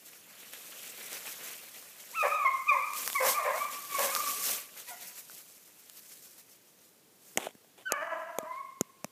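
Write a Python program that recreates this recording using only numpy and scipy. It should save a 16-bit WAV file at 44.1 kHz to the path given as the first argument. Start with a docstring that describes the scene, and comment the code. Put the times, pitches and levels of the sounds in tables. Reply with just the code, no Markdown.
"""Paws rustle through dry leaf litter in a quiet wood and twigs snap; then the running hounds bay.
High yelps are sums of partials; rough chest barks and one deep howl are pulses through resonances.
The trunks scatter each call into a soft tail of decaying noise; leaves are dense crackles and noise.
Fingers tap and rub the hand-held recorder's case: noise bursts, decaying sines and grainy noise."""
import sys
import numpy as np
from scipy import signal
from scipy.fft import rfft, irfft, next_fast_len
from scipy.io import wavfile
from scipy.ndimage import uniform_filter1d, map_coordinates

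SR = 44100
rng = np.random.default_rng(int(sys.argv[2]) if len(sys.argv) > 2 else 0)


def wav_record(signal):
    """Record a signal, one row per channel, as 16-bit PCM in the file named by sys.argv[1]."""
    frames = np.transpose(np.atleast_2d(signal))
    bounded = np.clip(frames, -1, 1)
    # unit amplitude maps onto the largest positive 16-bit level
    quanta = np.round(bounded * 32767).astype(np.int16)
    wavfile.write(sys.argv[1], SR, quanta)


def gain_from_db(level_db):
    """Turn a decibel level (scalar or array-like) into a linear amplitude factor."""
    decades = np.asarray(level_db, float) / 20
    return 10 ** decades


N = 401751


def unit(x):
    """Scaled to rms 1."""
    return x / np.sqrt(np.mean(x ** 2) + 1e-20)


def along(points, hz):
    """Interpolates (hz, value) points on a log frequency axis."""
    point_hz, value = np.transpose(points)
    return np.interp(np.log(hz + 1), np.log(point_hz + 1), value)


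def curves(rows):
    """A gate with 9 ms soft ends, then one value per sample for each column after the time."""
    time_s, *columns = np.transpose(rows)
    t = np.arange(N) / SR
    gate = np.clip(np.minimum(t - time_s[0], time_s[-1] - t) / 0.009 + 1, 0, 1)
    return [gate] + [np.interp(t, time_s, column) for column in columns]


def call(start_s, length_s, rise_s):
    """Time since a start, held at the end, and a gate that rises, holds and closes softly."""
    t = np.arange(N) / SR - start_s
    gate = np.clip(np.minimum(t / rise_s, (length_s - t) / 0.013 + 1), 0, 1)
    return np.clip(t, 0, length_s), gate


def wobble(rate_hz):
    """A smooth random curve through rate_hz random knots a second."""
    knots = rng.standard_normal(int(N * rate_hz / SR) + 4)
    return map_coordinates(knots, [np.arange(N) * rate_hz / SR])


def filtered(x, response):
    """x times a complex response of frequency."""
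    m = next_fast_len(N + SR // 2)
    return irfft(rfft(x, m) * response(np.fft.rfftfreq(m, 1 / SR)), m)[:N]


def coloured(x, spectrum):
    """x shaped by a spectrum of (hz, db), rms 1."""
    return unit(filtered(x, lambda hz: gain_from_db(along(spectrum, hz))))


def throat(x, modes):
    """Parallel resonances of alternating sign, applied twice for steep skirts."""
    def one_pass(hz):
        total = 0
        for k, (centre_hz, width_hz, db) in enumerate(modes):
            damping = 1j * hz * width_hz
            total = total + (-1) ** k * gain_from_db(db / 2) * damping / (centre_hz ** 2 - hz ** 2 + damping)
        return total
    return filtered(x, lambda hz: one_pass(hz) ** 2)


def folds(pulse_hz, jitter, rough, uneven=0):
    """Vocal fold pulses of uneven timing and size, mixed with air noise let through once a cycle."""
    turns = np.cumsum(pulse_hz * (1 + jitter * wobble(120))) / SR
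    # weak alternate pulses put lines halfway between the harmonics
    every_other = 1 - np.clip(uneven, 0, 1) * (np.floor(turns) % 2)
    pulses = np.diff(np.floor(turns), prepend=0) * gain_from_db(2.7 * rng.standard_normal(N)) * every_other
    breath = rng.standard_normal(N) * (1 + np.cos(2 * np.pi * turns))
    rough = np.clip(rough, 0, 1)
    return np.sqrt(1 - rough) * unit(pulses) + np.sqrt(rough) * unit(breath)


def yelps():
    """A thin, unsteady head voice: two strong partials and faint overtones, brighter on high notes."""
    # high bays, one curve a note: time_s, pitch_hz, first_partial_db
    notes = [
        [(2.135, 900, -57), (2.162, 1358, -40), (2.216, 1238, -27), (2.245, 1190, -45)],
        [(2.262, 1062, -35.5), (2.325, 1226, -34), (2.36, 1257, -30), (2.41, 1150, -33.5), (2.435, 1128, -37.5)],
        [(2.45, 1119, -29), (2.47, 1042, -24.5), (2.5, 1067, -32.5), (2.52, 1084, -38.5)],
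        [(2.665, 1131, -53.5), (2.682, 1216, -34.5), (2.693, 1228, -20.5), (2.736, 1048, -28),
         (2.755, 1010, -38.5)],
        [(2.77, 1009, -37), (2.8, 1048, -39.5), (2.845, 1221, -32), (2.89, 1241, -54)],
        [(3.14, 997, -54), (3.158, 1127, -33), (3.19, 1069, -29), (3.215, 1099, -39), (3.25, 1070, -72),
         (3.3, 1070, -30)],
        [(3.35, 1195, -33.5), (3.37, 1205, -34.5), (3.41, 1053, -34.5), (3.47, 1060, -41), (3.534, 972.4, -34)],
        [(3.56, 1079, -39), (3.6, 1130, -33.5), (3.66, 1176, -35.5), (3.7, 1160, -45)],
        [(3.9, 1169, -50), (3.96, 1121, -33.5), (4.0, 1095, -43), (4.045, 1021, -48)],
        [(4.06, 1012, -45), (4.1, 1114, -39), (4.135, 1229, -38)],
        [(4.15, 1230, -39), (4.22, 1169, -39), (4.26, 1155, -35.5), (4.3, 1161, -36)],
        [(4.875, 972, -61), (4.91, 998, -54), (4.95, 985, -66)],
        [(7.85, 1490, -68), (7.858, 1502, -41.5), (7.878, 1556, -31.5), (7.905, 1324, -36.5), (7.94, 1160, -33),
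         (7.96, 1150, -40)],
        [(8.395, 1262, -54), (8.455, 1177, -47)],
        [(8.47, 990, -47), (8.518, 1021, -41), (8.576, 1080, -41), (8.62, 1081, -45), (8.73, 1056, -48)],
    ]
    # second partial against the first as each note opens: second_db
    bright_db = [0, -4, -3.5, -3, -2, 1.5, -6.5, -7.5, -5, -4, -13, 7.5, -11.5, -19, -10]
    dulls_db, dulls_s = 10, 0.27  # the second partial sinks as the jaw slackens; time constant
    tight_db_per_octave = 5
    gate = np.minimum(sum(curves(rows)[0] for rows in notes), 1)
    t = np.arange(N) / SR
    starts_s = np.array([rows[0][0] for rows in notes])
    note = np.maximum(np.searchsorted(starts_s, t) - 1, 0)
    _, pitch_hz, first_db = curves(np.vstack(notes))
    octaves = np.log2(pitch_hz / 1150)
    dulled_db = dulls_db * (1 - np.exp(-np.maximum(t - starts_s[note], 0) / dulls_s))
    second_db = first_db + np.take(bright_db, note) - dulled_db + tight_db_per_octave * octaves
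    phase = 2 * np.pi * np.cumsum(pitch_hz * (1 + 0.017 * wobble(150))) / SR
    first = gain_from_db(first_db + 4.1 * wobble(80)) * np.sin(phase)
    second = gain_from_db(second_db + 2.8 * wobble(80)) * np.sin(2 * phase)
    overtones = np.sin(3 * phase) + 0.5 * np.sin(4 * phase) + 0.5 * np.sin(5 * phase)
    overtones *= gain_from_db(second_db - 26.5 + 15 * octaves + 4.2 * wobble(60))
    return gate * (first + second + overtones)


def barks():
    """Chest notes that break in under the yelps: fold pulses in a throat, hoarser with effort."""
    # barks: start_s, length_s, first_hz, last_hz, level_db
    bark_rows = [(2.225, 0.052, 596, 603.5, -28), (2.44, 0.037, 681, 663, -42.5),
                 (2.709, 0.094, 603.4, 513, -41), (3.2, .09, 536, 532.1, -29),
                 (3.384, 0.049, 646.7, 616, -40), (3.442, 0.074, 580, 540, -31),
                 (3.531, 0.045, 604, 696.3, -36), (3.981, 0.12, 544.2, 536.6, -33),
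                 (4.904, .04, 741, 716, -48)]
    # chest resonances: centre_hz, width_hz (of one pass), level_db
    chest = [(494, 204, -4.5), (954, 360, -1.5), (1770, 870, -8.5), (2476, 1040, -15)]
    rise_s, fade_db_per_s = 0.0086, 61
    pitch_points = []
    level = 0
    for start_s, length_s, first_hz, last_hz, db in bark_rows:
        pitch_points += [(start_s, first_hz), (start_s + length_s, last_hz)]
        t, gate = call(start_s, length_s, rise_s)
        level = level + gate * gain_from_db(db - fade_db_per_s * t)
    _, pitch_hz = curves(pitch_points)
    rough = 0.4 * (20 * np.log10(level + 1e-5) + 50) / 20
    voiced = throat(folds(pitch_hz, jitter=0.04, rough=rough), chest)
    low_cut = lambda hz: 1 / (1 + (400 / (hz + 1)) ** 8)
    return level * unit(filtered(voiced, low_cut))


def howl():
    """A raspy howl of paired pulses; the open mouth lifts the upper resonances and closes as it goes."""
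    # one deep howl: time_s, pulse_pair_hz, level_db
    howl_rows = [(7.905, 292, -41), (7.937, 284.4, -33), (7.99, 290, -40), (8.03, 330, -36),
                 (8.19, 325.7, -36), (8.22, 326.4, -39), (8.245, 323.5, -46), (8.33, 341.6, -41.5),
                 (8.365, 326.2, -52), (8.44, 314.3, -48), (8.52, 333, -51.5)]
    # throat resonances, mouth shut and open: centre_hz, width_hz (of one pass), level_db
    mouth_shut = [(328, 233, -4), (630, 163, 8.5), (1025, 96, 14.5), (1670, 520, -11), (2900, 480, -21)]
    mouth_open = [(560, 575, -5.5), (1160, 176, 6), (1650, 216, 2.5), (2400, 350, -8.5), (2930, 230, -14),
                  (4945, 380, -28), (6250, 1600, -34)]
    opening_from, opening_to = 0.7, 0.23  # 0 shut, 1 open
    gate, pair_hz, db = curves(howl_rows)
    source = folds(2 * pair_hz, jitter=0.024, rough=0.16, uneven=0.58)
    _, closing = curves([(howl_rows[0][0], opening_from), (howl_rows[-1][0], opening_to)])
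    opening = np.clip(closing + 0.097 * wobble(18), 0, 1)
    open_voice = unit(throat(source, mouth_open))
    shut_voice = unit(throat(source, mouth_shut))
    return gate * gain_from_db(db + 2.4 * wobble(40)) * (opening * open_voice + (1 - opening) * shut_voice)


def woods(x):
    """Scattering off trunks: a diffuse noise tail, drawn anew each quarter second as the hounds move."""
    # decay of the scattered sound: hz, t60_s
    trunks = [(300, 0.16), (1100, 0.93), (2500, 0.73), (6000, 0.65)]
    out, step, delay = np.zeros(N + 2 * SR), SR // 4, 300  # samples
    for start in range(0, N, step):
        hz, t, z = signal.stft(rng.standard_normal(SR), SR, nperseg=256)
        decay = gain_from_db(-60 * t / along(trunks, hz)[:, None])
        tail = signal.istft(z * decay, SR, nperseg=256)[1][:SR]
        piece = signal.fftconvolve(x[start:start + step], tail / np.linalg.norm(tail))
        out[start + delay:][:len(piece)] += piece
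    return out[:N]


def crunch(spectrum, patchy_db):
    """Dense crackles over noise, in clumps and in patches of random colour."""
    sizes = gain_from_db(np.minimum(5 * rng.exponential(size=N), 12))
    crackles = (rng.random(N) < 2500 / SR) * rng.standard_normal(N) * sizes  # 2500 a second
    clumps = gain_from_db(0.58 * wobble(30) + 1.1 * wobble(120))
    grains = clumps * (0.58 * unit(crackles) + rng.standard_normal(N))
    z = signal.stft(grains, nperseg=256)[2]
    patches = uniform_filter1d(rng.standard_normal(z.shape), size=5, axis=0)
    patches = uniform_filter1d(patches, size=8, axis=1)
    patched = signal.istft(z * gain_from_db(patchy_db * unit(patches)), nperseg=256)[1][:N]
    return coloured(patched, spectrum)


def leaves():
    """Paws crush the crisp top leaves and, with more body, the deeper litter."""
    # the pack's steady rustle, by nearness: time_s, rustle_db, litter_lift_db
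    rustle = [(0, -59, -1), (.45, -54.5, 2.5), (.6, -48, 0.5), (1.4, -47.5, 2.5), (1.65, -50.5, 0),
              (2.65, -53, 0), (2.85, -49, -2), (3.15, -39.5, -6.5), (3.45, -44, -1.5), (3.87, -45, -1.3),
              (4.1, -37, -1.5), (4.4, -37.5, -5), (4.68, -52.5, -0.5), (5.35, -52.5, -5.5),
              (5.75, -59.5, -1), (6.15, -53.5, -7), (6.6, -64.5, -3), (7.08, -70, -10.5),
              (7.7, -69.5, -0.5), (8.4, -66, 0), (8.53, -62.5, 5.5), (8.78, -73, 4)]
    # single footfalls that stand out: peak_s, peak_db, length_s
    footfalls = [(0.072, -50.5, 0.045), (0.295, -56, 0.031), (0.408, -51.5, 0.05), (0.537, -47.5, 0.031),
                 (1.06, -51, 0.038), (1.146, -43, 0.082), (1.284, -43.5, 0.095), (1.476, -46.5, 0.14),
                 (1.77, -49, .05), (2.0, -52.5, 0.041), (2.232, -46.5, 0.24), (3.007, -36.5, 0.13),
                 (3.081, -43.5, 0.051), (3.289, -26.5, 0.088), (3.597, -43.5, .1), (3.737, -40, 0.057),
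                 (3.96, -37, .08), (4.039, -30.5, 0.072), (4.148, -40, 0.077), (4.301, -35.5, 0.08),
                 (4.484, -30.5, 0.16), (4.788, -46.5, .06), (4.897, -44, 0.054), (5.025, -43, 0.034),
                 (5.082, -46.5, 0.077), (5.184, -47.5, .06), (5.324, -54, 0.047), (5.39, -52.5, 0.056),
                 (5.8, -56.5, 0.041), (5.982, -50.5, 0.046), (6.125, -48, 0.036), (6.248, -54, .06),
                 (6.393, -52, 0.049), (6.53, -59, 0.08), (6.676, -64.5, 0.049), (6.832, -61.5, 0.12),
                 (7.293, -56, 0.18)]
    # spectra of top leaves and deeper litter: hz, level_db
    leaf_spectrum = [(1470, -45), (2500, -15), (3680, -11), (4410, -7), (5840, -2.5), (7220, -2),
                     (9710, -4), (13100, -0.5), (15300, -7)]
    litter_spectrum = [(35, -71), (60, -27.5), (128, -10.5), (184, -6), (259, -5), (328, -9.5), (506, -1),
                       (617, -3), (870, -8.5), (1100, -6), (2480, -1.5), (3690, -5), (4500, -8.5),
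                       (5850, -31), (9900, -120)]
    rise_share = 0.45  # of a footfall's length, before its peak
    _, rustle_db, litter_db = curves(rustle)
    power = gain_from_db(rustle_db + 1.2 * wobble(16)) ** 2
    t = np.arange(N) / SR
    for peak_s, peak_db, length_s in footfalls:
        reach_s = length_s * np.where(t < peak_s, rise_share, 1 - rise_share)
        power = power + gain_from_db(peak_db - 7.8 * ((t - peak_s) / reach_s) ** 2) ** 2
    top_leaves = crunch(leaf_spectrum, patchy_db=1.24)
    litter = gain_from_db(litter_db - 5.5) * crunch(litter_spectrum, patchy_db=2.0)
    return np.sqrt(power) * (top_leaves + litter)


def snaps():
    """Short breaks: a noise crack of a millisecond or so over a brief sine ring."""
    # twigs and crisp leaves: start_s, crack_db, ring_hz, ring_db
    breaks = [(0.535, -27, 2660, -49), (1.1308, -22.5, 2930, -41), (1.271, -31.5, 2500, -32),
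              (2.9348, -24.5, 2600, -30.5), (2.9731, -25.5, 2320, -49), (3.0628, -26, 1312, -39),
              (3.0769, -12, 1797, -32), (3.101, -18, 3500, -43), (3.1305, -16, 3630, -32),
              (3.1606, -26.5, 1800, -35.5), (3.9931, -14, 2048, -40), (4.151, -10.5, 1316, -31),
              (4.1631, -17, 1296, -18), (4.276, -20.5, 3620, -31), (4.519, -18.5, 3195, -35),
              (4.7882, -24.5, 3000, -51), (5.298, -34, 1480, -35.5), (5.898, -31.5, 2900, -51)]
    out, t = np.zeros(N + SR), np.arange(512) / SR
    for start_s, crack_db, ring_hz, ring_db in breaks:
        ring = gain_from_db(ring_db - 60 * t / 0.01) * np.sin(2 * np.pi * ring_hz * t)
        crack = gain_from_db(crack_db - 60 * t / 0.002083) * np.sign(rng.standard_normal(len(t)))
        out[round(start_s * SR):][:len(t)] += ring + crack
    return filtered(out[:N], lambda hz: (1j * hz / (700 + 1j * hz)) ** 2)


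def taps():
    """Each tap is a short noise crack, a hollow knock of the case and a push on the diaphragm."""
    # taps on the case: start_s, crack_db, knock_db, knock_hz, thump_db, thump_hz
    tap_rows = [(7.3587, -61, -45, 400, -34, 307), (7.3738, -12, -15.5, 734, -22, 355),
                (7.3814, -32, -18, 750, -23, 333), (7.4692, -45.5, -17, 660, -62, 212),
                (7.4885, -45, -40, 490, -57, 261), (7.551, -50.5, -73, 404, -36, 210),
                (7.646, -59, -48, 618, -71.5, 302), (7.921, -14.5, -15, 510, -42, 343),
                (8.3858, -21, -16, 513, -33, 260), (8.4293, -48, -45, 624, -30, 260),
                (8.81, -15.5, -14.5, 370, -13, 222), (9.0444, -24.5, -21, 603, -21.5, 206)]
    # crack spectrum: hz, level_db
    crack_spectrum = [(590, -4), (1000, -6), (2180, -2.5), (3150, -11), (4340, -22), (6950, -5.5),
                      (8160, -9.5), (9690, -25.5), (11600, -5.5), (13700, -24), (15500, -30)]
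    out, t = np.zeros(N + SR), np.arange(2048) / SR
    sharp = coloured(rng.standard_normal(N), crack_spectrum)
    # half-millisecond burst with a faint tail
    burst = (t / 0.00049) * np.exp(1 - t / 0.0005) + 0.126 * gain_from_db(-60 * t / 0.023)
    for start_s, crack_db, knock_db, knock_hz, thump_db, thump_hz in tap_rows:
        at = round(start_s * SR)
        crack = gain_from_db(crack_db - 2.5) * burst * unit(sharp[at:at + len(t)])
        knock = gain_from_db(knock_db - 60 * t / 0.012) * np.sin(2 * np.pi * knock_hz * t)
        knock *= 1 - np.exp(-t / 0.00035)
        thump = gain_from_db(thump_db - 60 * t / 0.017) * np.sin(2 * np.pi * thump_hz * t)
        thump *= 1 - np.exp(-t / 0.00072)
        out[at:at + len(t)] += crack + knock + thump
    return filtered(out[:N], lambda hz: (1j * hz / (90 + 1j * hz)) ** 3)


def rubs():
    """Skin friction: grainy noise under each stroke of a finger on the case."""
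    # strokes: start_s, length_s, level_db
    strokes = [(7.384, .085, -43.5), (7.474, 0.032, -56), (7.773, 0.05, -57.5)]
    # friction spectrum: hz, level_db
    skin_spectrum = [(88, -40.5), (150, -16), (332, 0), (781, -1), (1420, -9), (3410, -5.5), (4650, -22),
                     (6860, -13.5), (14100, -18), (15500, -36)]
    level = sum(gain_from_db(db) * call(start_s, length_s, 0.0071)[1] for start_s, length_s, db in strokes)
    return level * gain_from_db(2.6 * wobble(390)) * coloured(rng.standard_normal(N), skin_spectrum)


def air():
    """The still wood and the microphone's hiss: coloured noise of slowly wandering level."""
    # background spectrum: hz, level_db
    air_spectrum = [(15, -63), (25, -40), (69, -13.5), (86, -6), (143, -3.5), (192, -2.5), (288, -7),
                    (320, -4.5), (366, -6.5), (397, -5), (661, -11.5), (1370, -17), (15300, -19.5)]
    level_db = -64 + 0.8 * wobble(1.887)
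    return gain_from_db(level_db) * coloured(rng.standard_normal(N), air_spectrum)


def scene():
    """Sums all layers; the voices alone feed the scattered tail."""
    voices = yelps() + barks() + howl()
    calls = gain_from_db(2.0) * voices + gain_from_db(-3.5) * woods(voices)
    return (calls + leaves() + snaps() + taps() + rubs() + air())[None]


def band_limit(x):
    """A steep low-pass at the top of the band."""
    return signal.sosfilt(signal.butter(12, 16560, fs=SR, output="sos"), x)


def record(dry):
    """The small microphone drops the bass and the top treble."""
    bass_cut = lambda hz: (1j * hz / (90 + 1j * hz)) ** 3
    top_cut = lambda hz: np.where(hz < 15300, 1, gain_from_db(-27.5))
    mix = filtered(dry[0], lambda hz: bass_cut(hz) * top_cut(hz))[None]
    return band_limit(mix)


dry = scene()
out = record(dry)
wav_record(out)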